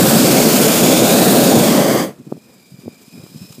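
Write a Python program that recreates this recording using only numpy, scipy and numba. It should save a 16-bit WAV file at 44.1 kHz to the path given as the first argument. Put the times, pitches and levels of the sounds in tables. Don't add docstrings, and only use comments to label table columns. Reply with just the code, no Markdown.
import sys
import numpy as np
from scipy import signal
from scipy.fft import rfft, irfft
from scipy.io import wavfile
from scipy.ndimage import uniform_filter1d, minimum_filter1d, map_coordinates
from numba import njit

SR = 44100
rng = np.random.default_rng(int(sys.argv[2]) if len(sys.argv) > 2 else 0)


def generate_wav(sig):
    pcm = np.round(np.clip(np.atleast_2d(sig).T, -1, 1) * 32767).astype(np.int16)
    wavfile.write(sys.argv[1], SR, pcm)


N = 158760


def undb(db):
    return 10 ** (np.asarray(db) / 20)


def unit(x):
    return x / np.sqrt(np.mean(x ** 2))


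def times():
    return np.arange(N) / SR


def freqs():
    return np.maximum(np.arange(N // 2 + 1) * SR / N, 1)


def curve(table, index=1):
    rows = np.array(table)
    return np.interp(times(), rows[:, 0], rows[:, index])


def noise(gain):
    return unit(irfft(rfft(rng.standard_normal(N)) * gain, N))


def coloured(points):
    hz, db = np.array(points).T
    return noise(undb(np.interp(np.log(freqs()), np.log(hz), db)))


def walk(rate_hz):
    return noise(np.exp(-(freqs() / rate_hz) ** 2))


def burst(start, length):
    edge_s = 0.0097
    t = times() - start
    return np.clip(np.minimum(t, length - t) / edge_s + .5, 0, 1)


@njit
def bandpass(x, hz, width):
    y, band, low = np.empty(len(x)), 0., 0.
    for i in range(len(x)):
        g = np.tan(np.pi * hz[i] / SR)
        k = width / hz[i]
        v = (band + g * (x[i] - low)) / (1 + g * (g + k))
        band, low, y[i] = 2 * v - band, low + 2 * g * v, k * v
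    return y


def moving_band(x, path, width_hz):
    return x + (undb(curve(path, index=2)) - 1) * bandpass(x, curve(path), float(width_hz))


def valve_closing():
    start_s, shut_s, exponent = 1.9726, 0.13, 2.1
    return np.maximum((times() - start_s) / shut_s, 0) ** exponent


def roar(flutter, closing):
    # pitch_hz, level_db per Hz
    flame_colour = [(25, -48), (55, -56), (80, -21.5), (100, -22.5), (130, -6.5), (170, -2), (238, 0.8),
                    (295, -4), (340, -2), (395, -7.5), (440, -3.5), (490, -8.5), (550, -5), (690, -11),
                    (780, -12.5), (860, -20), (1200, -28.5), (1550, -23), (2000, -38.5), (5000, -37)]
    # time_s, body_db, upper_db
    flame_level = [(0, -8.5, -14), (.4, -11.5, -11), (.8, -11, -13), (1.2, -11.5, -10), (1.6, -11, -10),
                   (1.85, -14, -11), (2.0, -14, -13.5)]
    # time_s, centre_hz, lift_db
    flame_resonance = [(0, 328, 0), (.4, 480, 0.5), (.75, 620, 2.5), (1.2, 720, 3.5), (1.6, 686, 0.5),
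                       (2.0, 600, 2)]
    split_hz, resonance_width_hz = 270, 200
    flutter_db, puff_db, puff_rate_hz, shut_db = -0.5, 1.4, 23, -20.5
    flame = coloured(flame_colour)
    body = irfft(rfft(flame) / (1 + (freqs() / split_hz) ** 4), N)
    upper = flame - body
    sound = body * undb(curve(flame_level)) + upper * undb(curve(flame_level, index=2))
    sound = moving_band(sound, flame_resonance, resonance_width_hz)
    return sound * undb(flutter_db * flutter + puff_db * walk(puff_rate_hz) + shut_db * closing)


def sweep(x):
    # time_s, centre_hz, gain_db
    hollow_path = [(0, 2130, -6), (.2, 2050, -8), (.35, 1600, -4), (.7, 1650, 0.5), (1.0, 1770, -10),
                   (1.25, 2250, -8), (1.5, 2080, -6), (1.7, 1500, -4), (1.85, 1500, -5)]
    # time_s, centre_hz, gain_db
    low_path = [(0, 5000, 0.5), (.25, 4480, 2.5), (.5, 4300, 2.5), (.63, 3370, 5), (.9, 3370, 2.5),
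                (1.12, 3800, 6.5), (1.35, 3900, 6), (1.55, 3580, 7), (1.8, 3250, -2.5)]
    # time_s, centre_hz, gain_db
    high_path = [(0, 7900, 2), (.35, 7700, 0), (.65, 7160, 3), (1.05, 6760, 3), (1.3, 7150, -1.5),
                 (1.55, 6760, 5.5), (1.75, 7700, -0.5), (1.9, 7800, 4)]
    for path, width_hz in ((hollow_path, 640), (low_path, 370), (high_path, 650)):
        x = moving_band(x, path, width_hz)
    return unit(x)


def drift(x):
    depth_db, rate_hz, band_hz, bands = 1.0, 2, 386, 25
    spectrum = rfft(x)
    place = np.minimum(freqs() / band_hz, bands - 1)
    out = 0
    for k in range(bands):
        overlap = np.maximum(1 - np.abs(place - k), 0)
        out = out + irfft(spectrum * overlap, N) * undb(depth_db * walk(rate_hz))
    return out


def jet(flutter, closing):
    # pitch_hz, level_db per Hz
    side_colour = [(500, -10), (1000, 3.5), (1500, 2), (1850, 1.5), (2350, 2.5), (3050, -0.5), (3400, 0),
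                   (3900, -0.5), (4400, 1), (5200, 1.5), (5800, -1.5), (6900, 1), (7700, 0.5), (8600, 2.5),
                   (9300, -3), (12000, -1.1), (15500, -1.5)]
    # pitch_hz, level_db per Hz
    facing_colour = [(500, -15), (900, 7), (1150, 16), (1400, -1), (1700, 7), (2100, 8), (2650, -7),
                     (3250, 5.5), (3800, -4.5), (4400, -3), (4780, 5), (5450, -8), (6300, 1.5), (7000, -5),
                     (7800, -3), (9900, -7), (11000, -4.5), (15500, -5.5)]
    # start_s, end_s
    tilt_span = (1.666, 1.93)
    # time_s, level_db
    jet_level = [(0, -15), (.6, -15.5), (1.15, -15), (1.45, -17.5), (1.72, -17), (1.8, -19), (1.95, -21),
                 (2.03, -20.5)]
    flutter_db, shut_db = 0.76, -23.5
    facing = np.interp(times(), tilt_span, [0, 1])
    hiss = np.sqrt(1 - facing) * coloured(side_colour) + np.sqrt(facing) * coloured(facing_colour)
    return drift(sweep(hiss)) * undb(curve(jet_level) + flutter_db * flutter + shut_db * closing)


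def burner():
    flutter, closing = walk(44.7), valve_closing()
    return roar(flutter, closing) + jet(flutter, closing)


def ring(hz, half_width_hz):
    evenness = 0.13
    z = signal.hilbert(noise(1 / (1 + ((freqs() - hz) / half_width_hz) ** 2)))
    return unit(z.real / (np.abs(z) + .3) ** evenness)


def pilot():
    # pitch_hz, level_db per Hz
    hiss_colour = [(300, -13), (1000, 3), (1900, -4.5), (3000, 2.5), (4500, 4.5), (6000, 2), (7600, 5.5),
                   (10500, -1), (12200, 1), (13500, -3), (15500, 2)]
    # time_s, level_db
    hiss_level = [(2.15, -58), (2.35, -54.5), (2.5, -55.5), (2.65, -54.5), (2.9, -53), (3.15, -49),
                  (3.45, -47), (3.6, -48)]
    # start_s, length_s, level_db before the burst shape
    spit_list = [(2.532, 0.016, -55), (3.5255, 0.0027, -35), (3.545, .012, -50)]
    # pitch_hz before the drift, half_width_hz, relative level_db
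    tube_modes = [(2370, 80, 2), (3760, 55, -7), (4910, 110, 2.5), (7230, 85, -6.5), (9400, 130, -10),
                  (11850, 350, -5.5)]
    # time_s, level_db, pitch_ratio, level of upper resonances against the lowest_db
    tube_path = [(2.15, -65, 1.06, 3), (2.39, -58, 1.025, -5), (2.46, -55.5, 1.03, -2),
                 (2.6, -55.5, 0.99, 0), (2.8, -54, 1, 1), (2.93, -52, 1.005, 1), (3.03, -54, 1.005, -1),
                 (3.13, -48.5, 1.035, -3), (3.31, -55.5, 1.02, 1.5), (3.43, -49.5, 1.062, 6.5),
                 (3.6, -54.5, 1.025, 4)]
    flicker_db, flicker_rate_hz = 1.55, 60
    rings = [undb(db) * ring(hz, half_width_hz) for hz, half_width_hz, db in tube_modes]
    tube = unit(rings[0] + sum(rings[1:]) * undb(curve(tube_path, index=3)))
    read_at = np.cumsum(curve(tube_path, index=2))
    tube = map_coordinates(tube, [read_at], mode="mirror")
    flow = undb(curve(hiss_level) + flicker_db * walk(flicker_rate_hz))
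    for start, length, db in spit_list:
        flow = flow + undb(db) * burst(start, length)
    return coloured(hiss_colour) * flow + tube * undb(curve(tube_path))


def air_wash():
    # pitch_hz, level_db per Hz
    wash_colour = [(25, -47.5), (60, -29), (120, -6), (220, 2), (320, -7.5), (500, -7.5), (900, -19),
                   (2000, -23.5), (5000, -44)]
    # time_s, level_db
    wash_level = [(2.1, -33.5), (2.16, -47), (2.23, -47), (2.38, -48.5), (2.5, -48.5), (2.6, -54),
                  (3.0, -50.5), (3.6, -50)]
    gust_db, gust_rate_hz = 2, 11
    return coloured(wash_colour) * undb(curve(wash_level) + gust_db * walk(gust_rate_hz))


def rubs():
    # start_s, length_s, rms level_db before the low cut, centre_hz
    rub_list = [(2.18, 0.04, -36.5, 196), (2.283, 0.1, -37, 228), (2.719, 0.043, -44, 165),
                (2.834, 0.029, -40.5, 270), (2.87, 0.019, -30, 173), (2.897, 0.021, -46, 190),
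                (3.129, 0.066, -38.5, 193), (3.233, 0.024, -36.5, 150), (3.29, 0.046, -45, 200),
                (3.355, 0.058, -45, 188), (3.412, 0.044, -35.5, 180)]
    width_octaves, skirt_db = 0.39, -13
    shudder_hz, shudder_db, low_cut_hz = 118, -11, 82
    deep = undb(shudder_db) * np.exp(-(np.log2(freqs() / shudder_hz) / width_octaves) ** 2)
    out = 0
    for start, length, db, hz in rub_list:
        away = (np.log2(freqs() / hz) / width_octaves) ** 2
        shape = burst(start, length)
        rub = shape * noise(np.exp(-away / 2) + undb(skirt_db) * np.exp(-away / 9) + deep)
        out = out + undb(db) * rub * np.sqrt(np.sum(shape ** 2) / np.sum(rub ** 2))
    return irfft(rfft(out) / (1 + (low_cut_hz / freqs()) ** 4), N)


def knocks():
    # centre_s, peak_db, contact_ms (spread of the bell-shaped push)
    blow_list = [(2.2691, -27, 0.61), (2.2755, -25, 0.69), (2.3189, -21.5, 0.29), (2.3241, -7.5, 0.28),
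                 (2.369, -25, 0.34), (2.3784, -28, .63), (2.7223, -31, 1.6), (2.7442, -33, 1.7),
                 (2.7902, -30.5, 1.1), (2.8592, -25, 0.33), (2.8678, -25, 1.3), (2.8803, -13.5, 0.34),
                 (3.0813, -34, 0.82), (3.1787, -29, 0.76), (3.1997, -32, 1.9), (3.2392, -29, 0.42),
                 (3.2422, -31, .58), (3.2652, -29, 0.19), (3.3474, -28.5, 0.8), (3.3609, -24, 1.3),
                 (3.4185, -28.5, 2), (3.5063, -32, 1.9), (3.5833, -27, 0.42), (3.5913, -28, 0.76)]
    # pitch_hz, q, level_db
    body_modes = [(153, 3.7, -8.5), (221, 1.9, 0), (305, 1, 1.5), (620, 2, -21), (1200, 2.6, -5)]
    low_cut_hz = 113
    f = freqs()
    t = np.arange(-2048, 2048) / SR
    body = sum(undb(db) / (1 + 1j * q * (f / hz - hz / f)) for hz, q, db in body_modes)
    body = body / (1 + (low_cut_hz / f) ** 6)
    body = np.interp(np.fft.rfftfreq(len(t), 1 / SR), f, body)
    out = np.zeros(N + len(t))
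    for at, db, contact_ms in blow_list:
        push = np.exp(-.5 * (t * 1000 / contact_ms) ** 2)
        swing = irfft(rfft(push) * body)
        first = int((at + t[0]) * SR)
        out[first:first + len(t)] += undb(db) * swing / np.abs(swing).max()
    return out[:N]


def scene():
    mid = burner() + pilot() + air_wash() + rubs() + knocks()
    return np.array([mid, mid])


def record(dry):
    drive_db, limit, hold_s, top_hz = 0.21, 1, 0.0049, 15300
    x = dry * undb(drive_db)
    hold = max(int(hold_s * SR), 3)
    peak = np.abs(x).max(axis=0)
    needed = limit / np.maximum(peak, limit)
    gain = uniform_filter1d(minimum_filter1d(needed, hold), hold)
    return signal.fftconvolve(x * gain, signal.firwin(601, top_hz, fs=SR)[None], mode="same")


dry = scene()
out = record(dry)
generate_wav(out)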